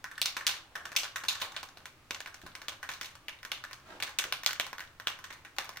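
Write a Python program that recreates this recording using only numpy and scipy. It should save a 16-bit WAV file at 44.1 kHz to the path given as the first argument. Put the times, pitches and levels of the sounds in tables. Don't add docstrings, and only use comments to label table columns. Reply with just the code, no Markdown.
import sys
import numpy as np
from scipy import signal
from scipy.fft import rfft, irfft
from scipy.io import wavfile
from scipy.ndimage import uniform_filter1d

SR = 44100
rng = np.random.default_rng(int(sys.argv[2]) if len(sys.argv) > 2 else 0)


def dump_mix(stems):
    frames = np.atleast_2d(stems).T
    limited = np.clip(frames, -1, 1)
    pcm = np.round(limited * 32767).astype(np.int16)
    wavfile.write(sys.argv[1], SR, pcm)


N = 255780

# (time [s], direct peak at the left port [dB], favoured pitch [Hz],
# level of the steel's modes above 2 kHz [dB])
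BALL_BLOWS = [(.042, -25.5, 1550, -12), (0.114, -32, 1550, -10.5), (.179, -30, 1680, -5),
              (0.216, -9.5, 3480, 1.5), (.258, -14, 4130, -3), (.367, -18, 1520, -4.5),
              (0.409, -31.5, 1750, -14.5), (.467, -8, 3350, 7), (.492, -18.5, 3690, -4),
              (0.754, -27, 1644, -6.5), (.854, -27.5, 1640, -2.5), (.918, -30.5, 1730, -5.5),
              (0.952, -32.5, 1730, -9), (0.963, -10, 2860, 10.5), (.998, -22, 5070, 4),
              (1.033, -21, 3500, -5), (1.051, -33, 1750, -11), (1.159, -20.5, 1560, -3.5),
              (1.237, -25, 1510, -7.5), (1.25, -32, 1550, -1), (1.284, -12.5, 3930, -3.5),
              (1.324, -31, 1300, -5), (1.353, -31.5, 1480, -7), (1.4, -32.5, 1750, -1.5),
              (1.416, -20.5, 2570, 4), (1.418, -29.5, 790, -16.5), (1.52, -36, 1170, 0),
              (1.545, -39.5, 1780, -10), (1.564, -21.5, 2800, -8), (1.63, -26, 1270, 0),
              (1.688, -38, 1710, 5), (1.772, -32, 1780, 3), (1.856, -26.5, 1980, 3.5),
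              (2.108, -18, 2920, -1.5), (2.146, -23.5, 2550, -1), (2.204, -25.5, 1990, 1),
              (2.26, -28.5, 2180, -7.5), (2.273, -31.5, 1640, -3), (2.343, -29.5, 1920, 2),
              (2.416, -38.5, 1490, 2), (2.464, -30, 1480, -2), (2.552, -27, 1760, 4),
              (2.617, -28.5, 1840, 0), (2.683, -19, 2830, -1), (2.829, -28, 1930, -6),
              (2.89, -23, 1720, -6), (2.9, -35, 1600, -5), (2.916, -29.5, 1830, 3), (2.937, -29.5, 4250, 3),
              (3.012, -23, 1760, -1.5), (3.03, -29, 1440, 11), (3.021, -33.5, 2800, 1),
              (3.045, -30.5, 3000, -4), (3.058, -30.5, 3650, 14), (3.153, -36.5, 1270, -2),
              (3.283, -21.5, 2420, -10.5), (3.43, -32.5, 1730, -8), (3.45, -25.5, 1630, -6.5),
              (3.517, -15.5, 2710, -5.5), (3.639, -27.5, 1840, -8), (3.711, -31.5, 2060, -9.5),
              (3.731, -26, 1310, 2), (4.001, -25, 2340, -4.5), (4.024, -14.5, 2530, -1),
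              (4.093, -32, 1090, 3), (4.187, -9, 2970, 11.5), (4.221, -30, 1640, -22),
              (4.24, -21.5, 1710, -3.5), (4.324, -14, 2900, -2.5), (4.434, -25.5, 1810, 0),
              (4.446, -30, 1510, 5), (4.462, -7, 3930, -0.5), (4.491, -22.5, 1720, -5.5),
              (4.509, -20.5, 1790, -3), (4.531, -23, 1900, 2), (4.598, -11.5, 2620, -6.5),
              (4.666, -26, 1260, 1), (4.73, -22.5, 1500, -10.5), (4.782, -29, 1820, -9),
              (4.794, -28, 1740, -5), (4.805, -26, 1790, -6.5), (4.999, -27, 1700, -6.5),
              (5.067, -41, 2200, -14), (5.071, -11, 2550, -5.5), (5.189, -36.5, 1330, -3),
              (5.241, -29.5, 1590, -3.5), (5.304, -34, 1980, -12), (5.327, -32, 1210, -2.5),
              (5.449, -37, 2020, -9.5), (5.565, -37.5, 1350, -6), (5.584, -14.5, 2530, -6),
              (5.644, -31, 1510, 1), (5.692, -25.5, 1240, -1), (5.76, -35, 1500, -9),
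              (5.771, -27.5, 1810, -3)]
# (time [s], lead of the left port [microseconds])
WALKER_LEAD = [(0, -10), (.5, 18), (1.2, 35), (2.1, 35), (2.7, 55), (3.3, 62)]
# (time [s], send to the walls against the direct sound [dB],
# boom of the modes below 1.7 kHz [dB])
WALKER_PLACE = [(0, -6, -15), (.4, -2, -9), (.8, -0.5, -2), (1.2, -2, -12), (1.4, 0.5, -12), (1.7, -6, 0),
                (2.1, -6.5, -1), (2.25, -5, -2.5), (2.8, -3.5, -2), (3.0, -2.5, -11.5), (3.4, -6, -9),
                (4.1, -5, -3), (4.65, -8.5, -10), (5.05, -7.5, -5.5), (5.3, 0, -13), (5.6, -3.5, -3.5),
                (5.8, -8.5, -8.5)]
SEND_DB_PER_DB, PIVOT_DB = -0.0433, -24
CAN_ROOM_DB = 5


def can(places=4):
    direct = np.zeros((2, N))
    sends = np.zeros((places, N))
    t = np.arange(1200) / SR
    blows = list(BALL_BLOWS) + bounces()
    spots = rng.standard_normal((len(blows), 3, len(CAN_MODES)))
    walk_s, walk_send_db, walk_boom_db = np.transpose(WALKER_PLACE)
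    for k, (s, db, pitch_hz, edge_db) in enumerate(blows):
        lead_s = np.interp(s, *np.transpose(WALKER_LEAD)) * 1e-6
        boom_db = np.interp(s, walk_s, walk_boom_db)
        send_db = np.interp(s, walk_s, walk_send_db) + SEND_DB_PER_DB * (db - PIVOT_DB)
        pair = knock(np.array([t, t - lead_s]), pitch_hz, boom_db, edge_db, spots[k])
        add(direct, s, pair * gain_of(db) / abs(pair[0]).max())
        averaged_spot = [[.35], [.35], [1]] * spots[k]
        around = knock(t[None], pitch_hz, boom_db, edge_db, averaged_spot)
        add(sends[k % places][None], s, around * gain_of(db + send_db) / abs(around).max())
    room = sum(signal.fftconvolve(send[None], garage(), axes=1)[:, :N] for send in sends)
    return direct + single_echoes(sends.sum(0)) + gain_of(CAN_ROOM_DB) * room


BOUNCE_DB, BOUNCE_S = -25, .03


def bounces(count=2):
    wait, size, pitch = rng.random((len(BALL_BLOWS), count, 3)).T
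    blows = np.array(BALL_BLOWS)
    s = blows[:, 0] + .004 - BOUNCE_S * np.log(wait + .01)
    db = blows[:, 1] + BOUNCE_DB + 10 * size
    pitch_hz = 1500 * 2.5 ** pitch
    edge_db = -8
    rows = zip(s.flat, db.flat, pitch_hz.flat)
    return [(a, b, c, edge_db) for a, b, c in rows if a < N / SR]


# (frequency [Hz], relative level [dB], decay by 60 dB [s])
CAN_MODES = [(598, -4, 0.0094), (805, -10, 0.025), (1077, 2.74, 0.0076), (1587, 3, 0.0077),
             (1851, 1, 0.013), (2243, 4.5, 0.0048), (2875, 0.5, 0.007), (3554, 4.5, 0.0053),
             (4220, 7.5, 0.0039), (4970, 16, 0.0015), (6170, 16, 0.0018), (7680, 8, 0.0021),
             (8990, 6.5, 0.0022), (10470, 8, 0.0014), (12100, 7.5, 0.0014), (13610, 5.5, 0.0023),
             (15060, 1, 0.0025)]
DETUNE = .022


def knock(t, pitch_hz, boom_db, edge_db, spot):
    level_draw, phase_draw, tune_draw = spot
    hz, db, t60 = np.transpose(CAN_MODES)
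    contact = gain_of(-30.0 * np.log2(hz / pitch_hz) ** 2)
    boom = gain_of(boom_db) * (hz < 1700)
    edge = gain_of(edge_db) * (hz > 2000)
    sign = (-1) ** np.arange(len(hz))
    size = (contact + boom + edge) * gain_of(db + 2.7 * level_draw) * sign
    t = np.maximum(t - .0002, 0)[..., None]
    onset = (1 - np.exp(-t / 0.00019)) ** 2
    decay = np.exp(-np.log(1000) * t / t60)
    ring = np.sin(2 * np.pi * hz * (1 + DETUNE * tune_draw) * t + 1.1 * phase_draw)
    return (size * onset * decay * ring).sum(-1)


# (delay [s], level [dB], lead of the left port [microseconds])
REFLECTIONS = [(.0035, -11.5, 1), (0.0126, -8.5, 61), (0.0103, -34, -48)]


def single_echoes(sent):
    hz = np.fft.rfftfreq(N, 1 / SR)
    spectrum = rfft(sent)
    echoes = np.zeros((2, N))
    for delay, db, lead_us in REFLECTIONS:
        arrival = delay + np.array([[0], [lead_us * 1e-6]])
        shift = np.exp(-2j * np.pi * hz * arrival)
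        echoes += gain_of(db) * irfft(spectrum * shift, N)
    return echoes


# (frequency [Hz], decay by 60 dB [s])
GARAGE_DECAY = [(300, 0.35), (800, 0.56), (2100, 0.36), (5500, 0.3), (14600, 0.23)]
BUILD_S = 0.0013


def garage():
    length = SR // 2
    t = np.arange(length) / SR
    white = diffuse(length, [(1, 0), (2, 0)])
    hz, frame_s, bands = signal.stft(white, SR, nperseg=256)
    fade = gain_of(-60 * frame_s / read(GARAGE_DECAY, hz)[:, None])
    tail = signal.istft(bands * fade, SR, nperseg=256)[1][:, :length]
    build = np.clip(t / BUILD_S, 0, 1)
    tail = tail * build * (1 + 1.26 * np.exp(-t / 0.006))
    grain_db = 24 * uniform_filter1d(rng.standard_normal(length), size=40) * np.exp(-t / .08)
    tail = tail * gain_of(grain_db)
    return tail / np.linalg.norm(tail[0])


# (time [s], starting level [dB], pitch [Hz])
FOOTFALLS = [(2.436, -41, 290), (2.452, -41.5, 176), (4.252, -38.5, 484)]
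# (start [s], length [s], level before lumps and swell [dB])
SOLE_DRAGS = [(0.63, 0.42, -69), (1.712, .15, -69), (3.825, 0.18, -57)]
# (frequency [Hz], relative density [dB per Hz])
GRIT_COLOUR = [(120, -6), (300, 1), (600, -2.5), (1500, -4.5), (4000, -12.5), (12000, -31)]


def shoes():
    out = np.zeros((2, N))
    t = np.arange(3000) / SR
    for s, db, pitch_hz in FOOTFALLS:
        puff = gain_of(2.5) * diffuse(len(t), GRIT_COLOUR) * np.minimum(t / 0.005, 1)
        thud = np.sin(2 * np.pi * pitch_hz * t) + puff
        add(out, s, gain_of(db - 60 * t / 0.012) * thud)
    drag_t = np.arange(SR // 2) / SR
    for s, length, db in SOLE_DRAGS:
        lumps_db = 45.0 * uniform_filter1d(rng.standard_normal(SR // 2), size=300)
        swell = np.sin(np.pi * np.minimum(drag_t / length, 1))
        add(out, s, gain_of(db + lumps_db) * diffuse(SR // 2, GRIT_COLOUR) * swell)
    room = signal.fftconvolve(out, garage(), axes=1)[:, :N]
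    return out + gain_of(4.5) * room


# (frequency [Hz], relative density [dB per Hz])
RUMBLE_COLOUR = [(15, 4), (28, 1.5), (42, -3.5), (78, 3.5), (123, 2.5), (190, -8), (315, -3.5), (400, -9.5),
                 (1100, -7.5), (2700, -11.5), (6700, -20.5), (12000, -26.5), (16500, -25)]


def rumble():
    return gain_of(-60.5) * diffuse(N, RUMBLE_COLOUR)


# (frequency [Hz], correlation [0 to 1])
PORT_LIKENESS = [(60, 0.92), (300, 0.89), (1000, 0.78), (2500, 0.091), (6000, 0.072), (15000, 0.048)]


def diffuse(length, colour):
    hz = np.fft.rfftfreq(length, 1 / SR)
    a, b, c, d = rng.standard_normal((len(hz), 4)).T
    left = a + 1j * b
    other = c + 1j * d
    same = np.clip(read(PORT_LIKENESS, hz), -1, 1)
    right = same * left + np.sqrt(1 - same ** 2) * other
    x = irfft(np.array([left, right]) * gain_of(read(colour, hz)), length)
    return x / np.sqrt(np.mean(x ** 2))


def gain_of(db):
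    return 10 ** (np.asarray(db) / 20)


def read(points, hz):
    f, value = np.transpose(points)
    return np.interp(np.log(hz + 1), np.log(f + 1), value)


def add(mix, s, sound):
    part = mix[:, round(s * SR):][:, :sound.shape[1]]
    part += sound[:, :part.shape[1]]


def scene():
    return can() + shoes() + rumble()


# (frequency [Hz], left minus right [dB])
PORT_SHADE = [(4000, 0), (9000, -1), (14000, -2.5)]
EDGE_HZ = 16100


def record(dry):
    half_db = read(PORT_SHADE, np.fft.rfftfreq(N, 1 / SR)) / 2
    shaded = irfft(rfft(dry) * gain_of([half_db, -half_db]), N)
    low_pass = signal.firwin(255, EDGE_HZ, window=("kaiser", 7), fs=SR)
    return signal.oaconvolve(shaded, low_pass[None], "same")


dry = scene()
out = record(dry)
dump_mix(out)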